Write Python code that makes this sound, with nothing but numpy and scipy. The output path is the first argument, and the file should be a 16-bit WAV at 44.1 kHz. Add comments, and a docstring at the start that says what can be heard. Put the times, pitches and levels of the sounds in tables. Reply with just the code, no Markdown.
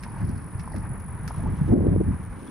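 """Cicadas and horses at a shallow river.

Stereo microphone by the water. Two cicadas buzz in the bushes, each a quick train of thin arching
whistles, the farther one lower and slower. Horses wade and graze: hooves make small splashes and plops
over the wash of the current, and water trickles off a muzzle. Wind buffets the microphone, and the
strongest gust makes the limiter duck everything."""
import sys
import numpy as np
from scipy import signal
from scipy.fft import rfft, irfft
from scipy.io import wavfile
from scipy.ndimage import uniform_filter1d

SR = 44100
rng = np.random.default_rng(int(sys.argv[2]) if len(sys.argv) > 2 else 0)


def master_out(mix):
    """Clip the mix to full scale and print it as 16-bit PCM to the path in sys.argv[1]."""
    frames = np.transpose(np.atleast_2d(mix))
    ceiling = np.clip(frames, -1, 1)
    pcm = np.round(ceiling * 32767).astype(np.int16)
    wavfile.write(sys.argv[1], SR, pcm)


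N = 110250

# Runs of song, near and far cicada: start_s, end_s, syllables_per_s
NEAR_RUNS = [(0.016, 1.48, 46.73), (1.505, 2.29, 46.6), (2.303, 2.52, 47.6)]
FAR_RUNS = [(0.0135, 2.52, 45.11)]
# Syllable shape, near then far: top_hz, rise_s, fall_s, drop_hz, relative_db
SYLLABLES = [(10100, .0095, .0115, 1500, -3.5), (9367, .011, 0.009, 1450, -11.5)]
# Buzz at the microphone, before band trims: time_s, top_db, middle_db, low_db
BUZZ_LEVELS = [(0.0, -69, -74, -52), (0.04, -57, -61, -63), (0.89, -52, -62.5, -61.5),
               (1.1, -53.5, -55.5, -73), (1.23, -55, -55, -66), (1.43, -52, -56, -69),
               (1.49, -64, -74, -64), (1.5, -54.5, -64, -65.5), (1.71, -61, -59.5, -63),
               (1.75, -54.5, -57.5, -71), (1.88, -63, -53.5, -69), (2.21, -58, -56.5, -69),
               (2.25, -77, -52, -65), (2.29, -69, -64, -63), (2.31, -62.5, -60, -67.5),
               (2.5, -66.5, -54, -62)]
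BAND_SPLIT_HZ = (9450, 9880)
BAND_TRIM_DB, BAND_LEFT_BIAS_DB = (1, -1.5, 1.5), (3.5, 2, 0)  # top, middle, low

# Bubbles from hooves: start_s, level_db, pitch_hz, decay_s, glide_octaves_per_s
PLOPS = [(.064, -30.5, 950, 0.0036, 7), (0.084, -37, 880, 0.0096, 20.5), (.137, -35, 880, .008, -13),
         (.163, -32, 914, 0.0073, 5), (.676, -24, 900, 0.0027, 37), (.718, -32, 837, 0.0039, 2),
         (0.735, -35, 1860, 0.0026, 14), (0.743, -29.5, 620, 0.0039, -32), (1.278, -35, 1365, 0.0041, 32),
         (1.307, -23.5, 724, 0.0035, 150), (1.345, -33.5, 966, 0.0046, 15), (1.393, -36.5, 634, 0.015, 8),
         (1.436, -35, 830, 0.0046, 14), (1.459, -29.5, 786, 0.011, 29), (1.474, -36, 1050, 0.0021, 46),
         (2.48, -47.5, 3400, 0.0041, 0)]
# Hoof splashes: start_s, relative_db, decay_s, spray_db
SPLASHES = [(.027, -43, 0.0019, -1), (0.034, -35, 0.0064, -9.5), (0.047, -38, 0.0032, -19),
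            (0.253, -72, 0.0044, 11), (0.29, -54, 0.0058, 3), (0.595, -41, .012, -7),
            (0.761, -41, 0.005, -7), (0.999, -61.5, 0.0079, 5.5), (1.277, -34.5, 0.0079, -4),
            (2.141, -53, .004, -9), (2.23, -75, 0.022, 9.5)]
# Water off a muzzle: time_s, level_db
TRICKLE_LEVELS = [(0, -68), (.15, -73.5), (.3, -64), (.5, -75.5), (.78, -65.5), (.9, -81), (2.5, -97.5)]
# The current, before trims: time_s, wash_db, hiss_db
CURRENT_LEVELS = [(0, -51, -69), (.19, -46, -66.5), (.43, -49.5, -70.5), (.95, -47.5, -72),
                  (1.22, -48.5, -68.5), (1.3, -47.5, -60), (1.5, -45.5, -64.5), (1.72, -47, -62.5),
                  (1.9, -45.5, -67), (2.17, -48, -68), (2.33, -49, -66.5), (2.5, -51.5, -61.5)]
# Spectra of the water sounds: frequency_hz, relative_db
SPLASH_COLOUR = [(400, -32), (1300, 7), (2100, 8), (3200, -6.5), (4400, 0), (5400, 7.5), (6800, -4),
                 (11000, 2), (14000, -6.5), (15500, -13)]
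TRICKLE_COLOUR = [(3000, -23), (4400, 5), (5300, 6), (6200, -2.5), (7500, -33.5)]
WASH_COLOUR = [(150, 1), (400, -2), (650, -7.5), (950, 0.5), (1300, -5.5), (1650, -6), (2400, -15),
               (3000, -29), (4500, -40.5)]
HISS_COLOUR = [(1500, 3.5), (3000, 7), (4200, 1), (6000, 0.5), (7500, -6.5), (11000, -7), (14500, -10.5),
               (16500, -24.5)]
# Likeness of left and right channels: frequency_hz, correlation
WATER_LIKENESS = [(300, 1), (1000, 0.87), (2400, 0.56), (6000, .5), (15000, 0.35)]
WIND_LIKENESS = [(50, 1), (250, .95), (700, 0.66)]

# Wind on the microphone, before the flutter trim: time_s, rumble_db, flutter_db
GUSTS = [(0.0, -37, -75), (0.14, -36.5, -66), (0.3, -24, -44.5), (0.39, -35.5, -53.5), (0.71, -33, -65),
         (0.75, -30, -40), (0.81, -31, -55.5), (1.04, -36.5, -63.5), (1.34, -31.5, -62),
         (1.48, -22.5, -36.5), (1.59, -29.5, -55), (1.61, -24.5, -44), (1.66, -26.5, -60.5),
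         (1.69, -17.5, -27.5), (1.75, -15.5, -16.5), (1.98, -16, -31.5), (1.99, -21, -40),
         (2.01, -27.5, -23), (2.04, -23.5, -48.5), (2.09, -18, -40.5), (2.19, -32, -55),
         (2.33, -38.5, -55.5), (2.5, -49.5, -42)]
# Spectra of the wind: frequency_hz, relative_db
RUMBLE_COLOUR = [(15, -34), (25, -11.5), (45, -1), (85, 1.5), (170, -1.5), (230, -8), (330, -19),
                 (500, -37.5), (900, -87)]
FLUTTER_COLOUR = [(100, -12), (200, -2), (310, -1.5), (420, -8.5), (560, -16.5), (750, -23.5), (1200, -56),
                  (2500, -85)]
# Single eddies thumping the microphone: centre_s, level_db, pitch_hz
EDDIES = [(0.299, -18.5, 198), (0.557, -22, 105), (0.591, -27, 103), (0.91, -21, 109.3),
          (1.618, -9.5, 154.5), (1.741, -1, 306), (1.808, -8, 408), (1.869, -3, 360), (1.922, -8.5, 135),
          (1.963, -9, 381), (2.014, -13, 325), (2.31, -27.5, 48)]
# Wind phase between the ports: frequency_hz, left_lead_rad
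WIND_PHASE = [(20, 0.63), (65, -0.48), (150, -0.78), (250, -1.15), (370, -1.31), (550, -1.47)]

SIDES = np.array([[1], [-1]])  # left, right
BIN_HZ = np.fft.rfftfreq(N, 1 / SR)


def whistle(top_hz, rise_s, fall_s, drop_hz):
    """One cicada syllable: sweeps up, lingers at the top and sweeps down, fading at both ends."""
    t = np.arange(-int(rise_s * SR), int(fall_s * SR)) / SR
    from_top = abs(t) / np.where(t < 0, rise_s, fall_s)
    cycles = np.cumsum(top_hz - drop_hz * from_top ** 1.875) / SR
    envelope = amp(-14.5 * from_top ** 2) * np.minimum((1 - from_top) * 10, 1)
    return envelope * np.sin(2 * np.pi * cycles)


def cicadas(jitter_s=.00003, left_lead_rad=-1.14):
    """Two cicadas drift in and out of step in the bushes; their colour shifts as the microphone turns."""
    song = np.zeros(N)
    for runs, (top_hz, rise_s, fall_s, drop_hz, db) in zip((NEAR_RUNS, FAR_RUNS), SYLLABLES):
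        for start_s, end_s, rate in runs:
            for top_s in np.arange(start_s, end_s, 1 / rate):
                late, sharp, loud = rng.standard_normal(3)
                syllable = whistle(top_hz + 13 * sharp, rise_s, fall_s, drop_hz)
                add(song, top_s - rise_s + jitter_s * late, amp(db + 1.05 * loud) * syllable)
    direct = (signal.hilbert(song) * np.exp(.5j * left_lead_rad * SIDES)).real
    bushes = amp(-6.5) * scatter(song, t60_s=.098)
    spectrum = rfft(direct + bushes)
    above_low, top = (.5 + .5 * np.tanh((BIN_HZ - edge_hz) / 90) for edge_hz in BAND_SPLIT_HZ)
    buzz = np.zeros((2, N))
    for k, band in enumerate((top, above_low - top, 1 - above_low)):
        gain = amp(BAND_TRIM_DB[k] + BAND_LEFT_BIAS_DB[k] * SIDES / 2) * level(BUZZ_LEVELS, column=k + 1)
        buzz += gain * unit_rms(irfft(spectrum * band, N))
    return buzz


def bubble(db, pitch_hz, decay_s, octaves_per_s, rise_s=.00086):
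    """A short damped tone that glides as the bubble nears the surface."""
    t = np.arange(0, 6 * decay_s, 1 / SR)
    cycles = np.cumsum(pitch_hz * 2 ** (octaves_per_s * np.minimum(t, 2 * decay_s))) / SR
    envelope = np.minimum(t / rise_s, 1) * np.exp(-t / decay_s)
    return amp(db) * envelope * np.sin(2 * np.pi * cycles)


def splash(db, decay_s, spray_db, rise_s=.0014, spray_hz=6440):
    """A grainy burst of droplets, with more or less fine spray on top."""
    t = np.arange(8192) / SR
    burst = noise(SPLASH_COLOUR, WATER_LIKENESS, size=len(t))
    tilt_db = curve_at([(spray_hz / 2, 0), (spray_hz * 2, spray_db * 2)], np.fft.rfftfreq(len(t), 1 / SR))
    grain_db = -1.5 * unit_rms(uniform_filter1d(rng.standard_normal(len(t)), size=30))
    envelope = np.minimum(t / rise_s, np.exp(-(t - rise_s) / decay_s))
    return amp(db) * irfft(rfft(burst) * amp(tilt_db)) * unit_rms(amp(grain_db)) * envelope


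def wading(ripples_per_s=62, low_hz=640, high_hz=2180):
    """Hooves plop and splash among small random ripples, with a little echo from the bank."""
    water = np.zeros((2, N))
    for start_s, *plop in PLOPS:
        add(water, start_s, bubble(*plop))
    for start_s, *burst in SPLASHES:
        add(water, start_s, splash(*burst))
    bank_echo = amp(-13) * scatter(water, t60_s=.16)
    for when, size, pitch, pan in rng.random((int(ripples_per_s * N / SR), 4)):
        pitch_hz = low_hz * (high_hz / low_hz) ** pitch
        ripple = bubble(-48.5 + 10 * size ** 2 - 6 * pitch, pitch_hz, decay_s=.0022, octaves_per_s=26)
        add(water, when * N / SR, ripple * np.array([[.5 + pan], [1.5 - pan]]))
    return water + bank_echo


def muzzle_trickle():
    """A fine trickle of water running off a horse's muzzle."""
    drips = noise(TRICKLE_COLOUR, WATER_LIKENESS) * flicker(rate_hz=160, depth_db=4)
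    return drips * level(TRICKLE_LEVELS, column=1)


def wind():
    """Lumpy rumble, rougher flutter in the gusts and single thumps, reaching the right port first."""
    rumble = noise(RUMBLE_COLOUR, WIND_LIKENESS) * flicker(rate_hz=21.6, depth_db=2)
    flutter = amp(4.5) * noise(FLUTTER_COLOUR, WIND_LIKENESS) * flicker(rate_hz=45, depth_db=2)
    air = rumble * level(GUSTS, column=1) + flutter * level(GUSTS, column=2)
    t = np.arange(-2048, 2048) / SR
    for centre_s, db, pitch_hz in EDDIES:
        envelope = np.exp(-abs(t * pitch_hz / .66) ** 1.05)  # 1/e at 0.66 cycles from the centre
        thump = amp(db) * envelope * np.sin(2 * np.pi * (pitch_hz * t + rng.random()))
        add(air, centre_s + t[0], thump)
    left_lead_rad = curve_at(WIND_PHASE, BIN_HZ)
    return irfft(rfft(air) * np.exp(.5j * left_lead_rad * SIDES), N)


def river():
    """The wash of the current with a faint hiss above it."""
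    wash = amp(3) * noise(WASH_COLOUR, WATER_LIKENESS) * flicker(rate_hz=30, depth_db=1.45)
    hiss = amp(1.5) * noise(HISS_COLOUR, WATER_LIKENESS) * flicker(rate_hz=91, depth_db=2)
    return wash * level(CURRENT_LEVELS, column=1) + hiss * level(CURRENT_LEVELS, column=2)


def scatter(sound, t60_s):
    """A short diffuse outdoor tail, different in each channel."""
    t = np.arange(SR // 4) / SR
    tail = rng.standard_normal((2, len(t))) * np.exp(-np.log(1000) * t / t60_s)
    return signal.fftconvolve(np.atleast_2d(sound), tail / np.linalg.norm(tail[0]), axes=1)[:, :N]


def noise(colour, likeness, size=N):
    """Stereo noise with a given spectrum and left-right likeness."""
    hz = np.fft.rfftfreq(size, 1 / SR)
    mid, side = rfft(rng.standard_normal((2, size)))
    correlation = np.clip(curve_at(likeness, hz), -1, 1)
    mid, side = mid * np.sqrt(1 + correlation), side * np.sqrt(1 - correlation)
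    spectrum = np.array([mid + side, mid - side]) * amp(curve_at(colour, hz))
    return unit_rms(irfft(spectrum, size))


def flicker(rate_hz, depth_db):
    """A random gain that wanders at up to about the given rate."""
    wander = irfft(rfft(rng.standard_normal(N)) * np.exp(-(BIN_HZ / rate_hz) ** 2), N)
    return unit_rms(amp(depth_db * unit_rms(wander)))


def amp(db):
    """Decibels to gain."""
    return 10 ** (np.asarray(db) / 20)


def unit_rms(x):
    """Scales to rms 1."""
    return x / np.sqrt(np.mean(abs(x) ** 2) + 1e-20)


def curve_at(points, hz):
    """Reads a curve on a log-frequency axis."""
    point_hz, value = np.transpose(points)
    return np.interp(np.log(hz + 1), np.log(point_hz + 1), value)


def level(table, column):
    """One dB column of a table as a gain per sample."""
    rows = np.array(table)
    return amp(np.interp(np.arange(N) / SR, rows[:, 0], rows[:, column]))


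def add(mix, start_s, sound):
    """Mixes a sound in at start_s, cut to fit."""
    at = int(round(start_s * SR))
    sound = sound[..., max(-at, 0):]
    part = mix[..., max(at, 0):][..., :sound.shape[-1]]
    part += sound[..., :part.shape[-1]]


def scene():
    """The riverside as it reaches the microphone."""
    return wind() + river() + muzzle_trickle() + cicadas() + wading()


def record(dry, limit_db=-8, recovery_db_per_s=26.5, cutoff_hz=15750):
    """The recorder's limiter ducks at once on wind peaks and recovers slowly; a low-pass follows."""
    over_db = np.maximum(20 * np.log10(abs(dry).max(0) + 1e-9) - limit_db, 0)
    recovery_db = np.arange(N) * recovery_db_per_s / SR
    held_db = np.maximum.accumulate(over_db + recovery_db) - recovery_db
    duck_db = uniform_filter1d(held_db, size=90)
    lowpass = signal.firwin(511, cutoff_hz, window=("kaiser", 9), fs=SR)
    return signal.oaconvolve(dry * amp(-duck_db), lowpass[None], "same")


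dry = scene()
out = record(dry)
master_out(out)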